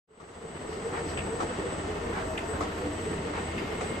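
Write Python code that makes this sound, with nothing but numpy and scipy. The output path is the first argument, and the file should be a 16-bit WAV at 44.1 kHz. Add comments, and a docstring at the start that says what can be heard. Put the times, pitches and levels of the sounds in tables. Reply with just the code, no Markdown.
"""A sheet-fed printing press in a workshop, the microphone moving slowly along it from the feeder end.
The sound fades in on humming motor and pumps, rumbling gears, rattling chains, blower air and the thin
whistle of the drive electronics. Cams draw hollow groans from the frame. Once a sheet the grippers clack,
paper swishes and a valve puffs; from about one second on, levers clatter and sheet stops snap in as well.
Towards the end the cabinet fan comes close."""
import sys
import numpy as np
from scipy import signal
from scipy.fft import rfft, irfft, next_fast_len
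from scipy.io import wavfile
from scipy.ndimage import map_coordinates

SR = 44100
rng = np.random.default_rng(int(sys.argv[2]) if len(sys.argv) > 2 else 0)


def digitize_waveform(pressure):
    """Quantize a signal to 16-bit integers and store it at the path in sys.argv[1].

    Rows of a 2-D input are taken as channels; values are limited to [-1, 1].
    """
    field = np.atleast_2d(pressure).T
    bounded = np.clip(field, -1, 1)
    quanta = np.round(bounded * 32767).astype(np.int16)
    wavfile.write(sys.argv[1], SR, quanta)


N = 176400
CYCLE_S = 1.203  # one round of the mechanism, one sheet

# Stereo width of the noise and tones; the faint hiss from about 10 kHz up is spread very wide.
# Each row: frequency in Hz, side over mid in dB.
STEREO_WIDTH = [(40, -32), (90, -38), (190, -19.5), (350, -8), (620, -3), (1200, 0.5), (2000, 0),
                (3500, -2), (6400, -2.5), (8200, -6.5), (10000, 25.5)]


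def amp(db):
    """Decibels to gain."""
    return 10 ** (np.asarray(db) / 20)


def unit(x):
    """Scale to rms 1."""
    return x / np.sqrt(np.mean(x ** 2) + 1e-20)


def clock():
    """Time of each sample in seconds."""
    return np.arange(N) / SR


def along(points, hz):
    """Interpolate (Hz, value) points on a log frequency axis."""
    freqs, values = np.transpose(points)
    return np.interp(np.log(hz + 1), np.log(freqs + 1), values)


def curve(rows):
    """Interpolate (seconds, value) points at every sample."""
    return np.interp(clock(), *np.transpose(rows))


def wobble(rate):
    """A smooth random curve, rate knots a second."""
    return map_coordinates(rng.standard_normal(4096), [clock() * rate], mode="wrap")


def filtered(x, response):
    """Filter x by a gain given as a function of Hz."""
    size = next_fast_len(N + SR // 4)
    return irfft(rfft(x, size) * response(np.fft.rfftfreq(size, 1 / SR)), size)[..., :N]


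def rush(spectrum, ripple_db=0):
    """Coloured stereo noise of rms 1, optionally with small random peaks and dips in its spectrum."""
    grid_hz = np.arange(0, SR / 2, 18)

    def response(hz):
        mid_db, side_db = (ripple_db * np.interp(hz, grid_hz, rng.standard_normal(len(grid_hz)))
                           for _ in range(2))
        return amp(along(spectrum, hz)) * amp([mid_db, side_db + along(STEREO_WIDTH, hz)])

    mid, side = filtered(rng.standard_normal((2, N)), response)
    return unit(np.array([mid + side, mid - side]))


def tone(hz, rough, rate):
    """A stereo tone of rms 1 whose strength and phase waver."""
    waver = lambda: wobble(rate) + 1j * wobble(rate)
    mid = 1 + rough * waver()
    side = amp(along(STEREO_WIDTH, hz)) * waver() / 2
    carrier = np.exp(2j * np.pi * (hz * clock() + rng.random()))
    return unit(np.real(np.array([mid + side, mid - side]) * carrier))


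def blows(rows, t60_s, rise_s=0.001):
    """Envelope of (seconds, dB) impacts: each rises quickly and dies away."""
    ages = [(np.maximum(clock() - start, 0), db) for start, db in rows]
    return sum((1 - np.exp(-(t / rise_s) ** 2)) * amp(db - 60 * np.minimum(t / t60_s, 2))
               for t, db in ages)


def swell(peak_s, length_s):
    """A rounded rise and fall around peak_s."""
    return np.exp(-2 * ((clock() - peak_s) / length_s) ** 2)


def stroke(spectrum, levels_db, at_s, hold_s, t60_s, chatter_db, strike_db, rise_s=0.004):
    """A chattering burst once a round: rise, first contact, hold, and decay in the room."""
    t = clock() - at_s - CYCLE_S * np.arange(len(levels_db))[:, None]
    rise_db = 20 * np.minimum(t, 0) / rise_s
    decay_db = -60 * np.maximum(t - hold_s, 0) / t60_s
    contact_db = strike_db * np.exp(-np.abs(t) / 0.007)
    envelope = amp(levels_db) @ amp(np.maximum(rise_db + decay_db + contact_db, -120))
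    return envelope * amp(chatter_db * wobble(220)) * rush(spectrum)


def drive():
    """Motor and pumps hum as the microphone moves along the press; the cabinet fan comes nearer."""
    # Motor and pump tones. Each row: frequency in Hz, base level in dB, unsteadiness from 0 to 1.
    hum_tones = [(48.5, -52, 0.16), (80.8, -46.5, 0.43), (97.85, -51, 0.04), (198, -53, 0.3),
                 (291.4, -52.5, 0.73), (235.2, -55.5, 0.66), (335, -52.5, 0.57), (386, -50.5, 0.72),
                 (633.5, -55.5, 0.3), (917, -59, 0), (1819, -57, 0.5), (2578, -62.5, .7)]
    # Fan tones. Each row: frequency in Hz, base level in dB.
    fan_tones = [(1846, -62.5), (2137, -53.5)]
    # The fan's rush of air. Each row: frequency in Hz, relative density in dB.
    fan_colour = [(1200, -36), (2100, 14.5), (2800, 16), (3800, 1.5), (6000, -11), (9000, -51)]
    # Nearness of each to the microphone. Each row: time in seconds, gain in dB.
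    hum_near = [(.5, -8), (1.1, 2.5), (1.5, 0), (1.9, 2.5), (2.4, 1.5), (2.8, 1), (3.4, 2), (4, -1.5)]
    fan_near = [(2.4, -11.5), (3.1, -9), (3.5, 2.5), (3.7, 2.5), (3.87, 2)]
    hum = sum(amp(db) * tone(hz, rough, rate=8 + 0.022 * hz) for hz, db, rough in hum_tones)
    fan = sum(amp(db) * tone(hz, rough=0.45, rate=22) for hz, db in fan_tones)
    fan += amp(-53) * rush(fan_colour)
    return hum * amp(curve(hum_near)) + fan * amp(curve(fan_near))


def rollers():
    """Gears rumble, chains whir, feed tapes scrape, and now and then a roller or panel sings."""
    # Colours of the running gear. Each row: frequency in Hz, relative density in dB.
    rumble_colour = [(20, -10), (35, -24), (60, -0.5), (110, -4.5), (165, 1.5), (215, -3.5), (240, 0.5),
                     (270, -4), (300, -2), (480, 0.5), (530, -8.5), (800, -15), (2000, -90)]
    whir_colour = [(300, -38), (560, 1), (800, -1.5), (1050, -3), (1300, -3.5), (1670, -11), (2400, -31),
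                   (8000, -84)]
    tape_colour = [(1200, -7), (1680, -10.5), (1830, -0.5), (1980, -0.5), (2150, -2), (2380, -9.5),
                   (2600, -10), (2900, -4), (3600, -11), (5000, -16), (9000, -70)]
    # Whir and scrape at the microphone. Each row: time in seconds, gain in dB.
    whir_near = [(.5, 0), (1.2, -1), (1.6, 1.5), (1.95, 0.5), (2.25, 0.5), (2.6, 2), (3.0, -1.5), (3.4, 0),
                 (3.7, -.5), (4, 1.5)]
    tape_near = [(.5, 0.5), (1.1, 0), (1.35, -1.5), (1.55, 3), (2.0, 1), (2.26, 0.5), (2.32, -5),
                 (2.46, -1), (2.68, 2), (2.8, 1), (3.3, 2.5), (4, 2.5)]
    # Roller and panel notes. Each row: peak and length in seconds, pitch in Hz, level in dB.
    notes = [(2.235, 0.032, 640, -38), (2.314, 0.064, 638, -38), (2.437, 0.028, 674, -40.5),
             (2.512, 0.054, 677, -43), (1.617, 0.056, 293, -40.5), (1.837, 0.019, 295, -41),
             (2.64, 0.07, 297.7, -37.5), (2.877, 0.074, 292.7, -37.5), (3.15, 0.13, 162.6, -41.5)]
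    rumble = amp(-38 - 0.08 * wobble(12) + 2 * wobble(55)) * rush(rumble_colour)
    judder_db = 0.4 * wobble(70)
    whir = amp(-42 + curve(whir_near) + judder_db) * rush(whir_colour, ripple_db=0.5)
    tape_db = -47.5 + curve(tape_near) + 0.4 * judder_db + 0.56 * wobble(39.95)
    tapes = amp(tape_db) * rush(tape_colour, ripple_db=1.0)
    singing = sum(amp(db) * swell(peak, length) * tone(hz, rough=0.53, rate=28)
                  for peak, length, hz, db in notes)
    return rumble + whir + tapes + singing


def high_hiss():
    """A faint, narrow band of hiss near 11.4 kHz that swells and fades."""
    # Each row: frequency in Hz, relative density in dB.
    hiss_colour = [(10000, -60), (11000, -14), (11450, 22), (11800, -30), (12200, -23)]
    # Each row: time in seconds, level in dB.
    hiss_levels = [(1.0, -82.5), (1.9, -84), (2.2, -73), (2.9, -73), (3.3, -85), (3.7, -71), (4, -78)]
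    gain = amp(curve(hiss_levels) + 2.2 * wobble(15))
    return gain * unit(filtered(rng.standard_normal(N), lambda hz: amp(along(hiss_colour, hz))))


def air():
    """Blowers hiss smoothly and the suckers leak briefly."""
    # Colours of the air. Each row: frequency in Hz, relative density in dB.
    blower_colour = [(300, -27), (1500, 2.5), (3200, -2.5), (4500, 0), (6000, 1), (7800, 2.5), (8700, -3),
                     (9300, -22), (10000, -66), (11500, -27)]
    leak_colour = [(2500, -24), (4000, -7), (4600, -3), (5500, -7), (7000, -20), (10000, -38)]
    # Leaks at the suckers. Each row: peak and length in seconds, level in dB.
    leaks = [(0.73, 0.067, -50.5), (1.1, 0.059, -48)]
    blowers = amp(-51.5 + 0.71 * wobble(17)) * rush(blower_colour)
    leak_gain = sum(amp(db) * swell(peak, length) for peak, length, db in leaks)
    return blowers + leak_gain * rush(leak_colour)


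def chain_rattle(ticks_per_s=37, attack_s=0.0079, t60_s=0.07):
    """Loose chain links tick at an uneven pace, each with a short ring."""
    # Colour of the links. Each row: frequency in Hz, relative density in dB.
    link_colour = [(80, -20), (200, -2), (450, 0), (1200, -4), (2200, -11), (3200, -17), (5000, -29),
                   (9000, -50)]
    jitter, strength = rng.uniform(-1.31, 1, (400, 2)).T
    onsets = ((np.arange(len(jitter)) + jitter / 3) / ticks_per_s * SR).astype(int)
    inside = (onsets >= 0) & (onsets < N)
    ticks = np.bincount(onsets[inside], amp(2.2 * strength[inside]), N)
    ring = amp(-60 * clock() / t60_s) * (1 - np.exp(-clock() / attack_s))
    envelope = signal.fftconvolve(ticks, ring)[:N]
    return amp(-44) * unit(envelope * rush(link_colour))


def whistle(switching_hz=8000):
    """The motor inverter's thin switching tone; reflections turn its phase between the channels."""
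    # The microphone passes through standing waves. Each row: time in seconds, base level in dB.
    standing_waves = [(.3, -52.5), (.4, -54.5), (.57, -52), (.77, -53.5), (1.0, -51), (1.35, -49.5),
                      (1.42, -54.5), (1.74, -52), (1.9, -58), (2.04, -59.5), (2.09, -55), (2.21, -58),
                      (2.29, -52), (2.41, -63.5), (2.5, -48), (2.58, -59), (2.82, -59), (2.95, -52.5),
                      (3.09, -50.5), (3.32, -59.5), (3.46, -51.5), (3.67, -64.5), (3.79, -52), (3.9, -49),
                      (3.97, -58.5)]
    mid = 1 + 0.24 * (wobble(60) + 1j * wobble(66))
    side = amp(-3) * np.exp(1.3j * wobble(6))
    pair = np.real(np.array([mid + side, mid - side]) * np.exp(2j * np.pi * switching_hz * clock()))
    flicker_db = 1.85 * wobble(130)
    return amp(2 + curve(standing_waves) + flicker_db) * unit(pair)


def groans():
    """Each cam stroke stirs a rough, hollow resonance of the frame."""
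    # Each row: peak and length in seconds, pitch in Hz, level in dB.
    cam_strokes = [(0.114, 0.052, 435, -33.5), (0.268, 0.11, 456, -39.5), (0.448, 0.051, 450, -34),
                   (0.708, 0.059, 435, -38), (0.769, 0.03, 395, -36), (.87, 0.04, 457.5, -32),
                   (1.002, 0.057, 463, -40), (1.323, 0.036, 452, -35), (1.369, 0.025, 483.6, -38),
                   (1.46, 0.047, 455.4, -37), (1.509, 0.031, 494, -37), (1.602, 0.023, 399, -37.5),
                   (1.65, .06, 486, -36.5), (1.906, 0.05, 425, -36.5), (1.97, 0.029, 405, -35),
                   (2.076, 0.055, 464, -34), (2.514, 0.039, 437, -34.5), (2.652, 0.057, 455.3, -40.5),
                   (2.852, 0.043, 494.4, -35.5), (3.078, 0.028, 435.3, -36), (3.13, .04, 430, -36.5),
                   (3.18, .04, 404, -38.5), (3.27, 0.042, 463, -36.5), (3.4, 0.038, 437, -38),
                   (3.722, 0.044, 437, -36), (3.84, 0.048, 421, -38), (3.913, 0.029, 466, -36.5),
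                   (3.995, 0.036, 408, -36)]
    return sum(amp(db) * swell(peak, length) * tone(hz, rough=0.45, rate=90)
               for peak, length, hz, db in cam_strokes)


def feeder():
    """A lever knocks, grippers clack shut and rebound, a sheet swishes forward, a suction valve puffs."""
    # Colours of the strokes. Each row: frequency in Hz, relative density in dB.
    knock_colour = [(300, -10), (900, -4.5), (1150, 8), (1320, 8), (1600, -19), (4000, -18.5), (8500, -54),
                    (10000, -52)]
    clack_colour = [(60, -26), (320, 6.5), (600, 5), (760, 7.5), (1000, -17), (1300, -14), (1750, -5),
                    (3000, -16), (4200, -17.5), (7000, -17.5), (9000, -23.5), (10200, -56)]
    rebound_colour = [(100, -13), (330, 4), (600, -4), (800, 2.5), (1300, -7.5), (2500, -20), (8000, -31),
                      (10000, -64)]
    swish_colour = [(150, -38), (500, 2.5), (900, 13.5), (1400, 3.5), (2150, 4.5), (3200, -12), (5000, -17),
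                    (9000, -44)]
    puff_colour = [(300, -25), (1500, 0), (2150, 6.5), (2950, 5), (3700, -9), (4550, -31), (4820, -13),
                   (5150, -25), (8500, -10), (10000, -47)]
    # Strength of the strokes. Each entry: held level in dB for one round.
    knock_db = [-32, -32, -32.5, -38]
    clack_db = [-35.5, -34.5, -34.5, -35]
    rebound_db = [-44, -35, -33, -44]
    swish_db = [-35, -36, -37.5]
    puff_db = [-40.5, -40.5, -41.5]
    knock = stroke(knock_colour, knock_db, at_s=0.2015, hold_s=0.006, t60_s=0.11,
                   chatter_db=0.8, strike_db=3)
    clack = stroke(clack_colour, clack_db, at_s=0.202, hold_s=0.02, t60_s=0.19,
                   chatter_db=0.5, strike_db=1.5)
    rebound = stroke(rebound_colour, rebound_db, at_s=0.227, hold_s=0.003, t60_s=0.11,
                     chatter_db=1, strike_db=2)
    swish = stroke(swish_colour, swish_db, at_s=0.97, hold_s=0.012, t60_s=0.19,
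                   chatter_db=2, strike_db=0, rise_s=0.093)
    puff = stroke(puff_colour, puff_db, at_s=1.174, hold_s=0.015, t60_s=0.2,
                  chatter_db=3.8, strike_db=5.5)
    return knock + clack + rebound + swish + puff


def lever_clatter():
    """Loose levers strike metal in quick, jagged runs."""
    # Each row: start in seconds, level in dB.
    strikes = [(0.934, -37), (.977, -37.5), (1.49, -37.5), (1.51, -43), (2.125, -36), (2.148, -40),
               (2.175, -33.5), (2.222, -36.5), (2.531, -35.5), (2.553, -39), (2.7, -38), (3.335, -37),
               (3.372, -35.5), (3.395, -45)]
    # Colour of the levers. Each row: frequency in Hz, relative density in dB.
    lever_colour = [(300, -11), (750, 6.5), (1100, -3.5), (1450, 5.5), (1700, 1), (2300, -30), (4000, -16),
                    (9000, -68)]
    return blows(strikes, t60_s=0.13) * unit(amp(0.5 * wobble(260)) * rush(lever_colour))


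def sheet_stops():
    """Steel sheet stops snap into place: a hard crack, then a short, diffuse ping."""
    # Each row: start in seconds, level in dB.
    snaps = [(.963, -40.5), (1.179, -40), (2.16, -42.5), (2.378, -35.5), (3.365, -40.5), (3.585, -37)]
    # Ring of the steel. Each row: frequency in Hz, gain in dB, seconds to fall by 60 dB.
    modes = [(1860, -10, .12), (2240, -9, 0.091), (2620, -7.5, 0.12), (4880, -18, 0.28)]
    # Colour of the crack. Each row: frequency in Hz, relative density in dB.
    crack_colour = [(1000, -15), (1800, 2), (2600, 8), (3200, 1.5), (4000, -2), (9000, -44)]
    ping = sum(amp(db) * blows(snaps, t60) * tone(hz, rough=0.75, rate=130) for hz, db, t60 in modes)
    return ping + blows(snaps, t60_s=0.053) * rush(crack_colour)


def scene():
    """The whole press at the microphone, its treble leaning to the left."""
    # Each row: frequency in Hz, left over right in dB.
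    balance = [(150, 0), (350, .4), (1100, .2), (2200, .5), (3600, 1.5), (6000, 2.2), (9000, 1)]
    steady = drive() + rollers() + high_hiss() + air() + chain_rattle()
    mix = steady + groans() + feeder() + lever_clatter() + sheet_stops()
    return filtered(mix, lambda hz: amp(np.outer([0.5, -0.5], along(balance, hz)))) + whistle()


def record(dry):
    """A straight fade-in and the recorder's band limit."""
    fade_start_s, fade_end_s, top_hz = 0.073, 1.0, 11900
    fade = np.clip((clock() - fade_start_s) / (fade_end_s - fade_start_s), 0, 1)
    return filtered(dry * fade, lambda hz: hz < top_hz)


dry = scene()
out = record(dry)
digitize_waveform(out)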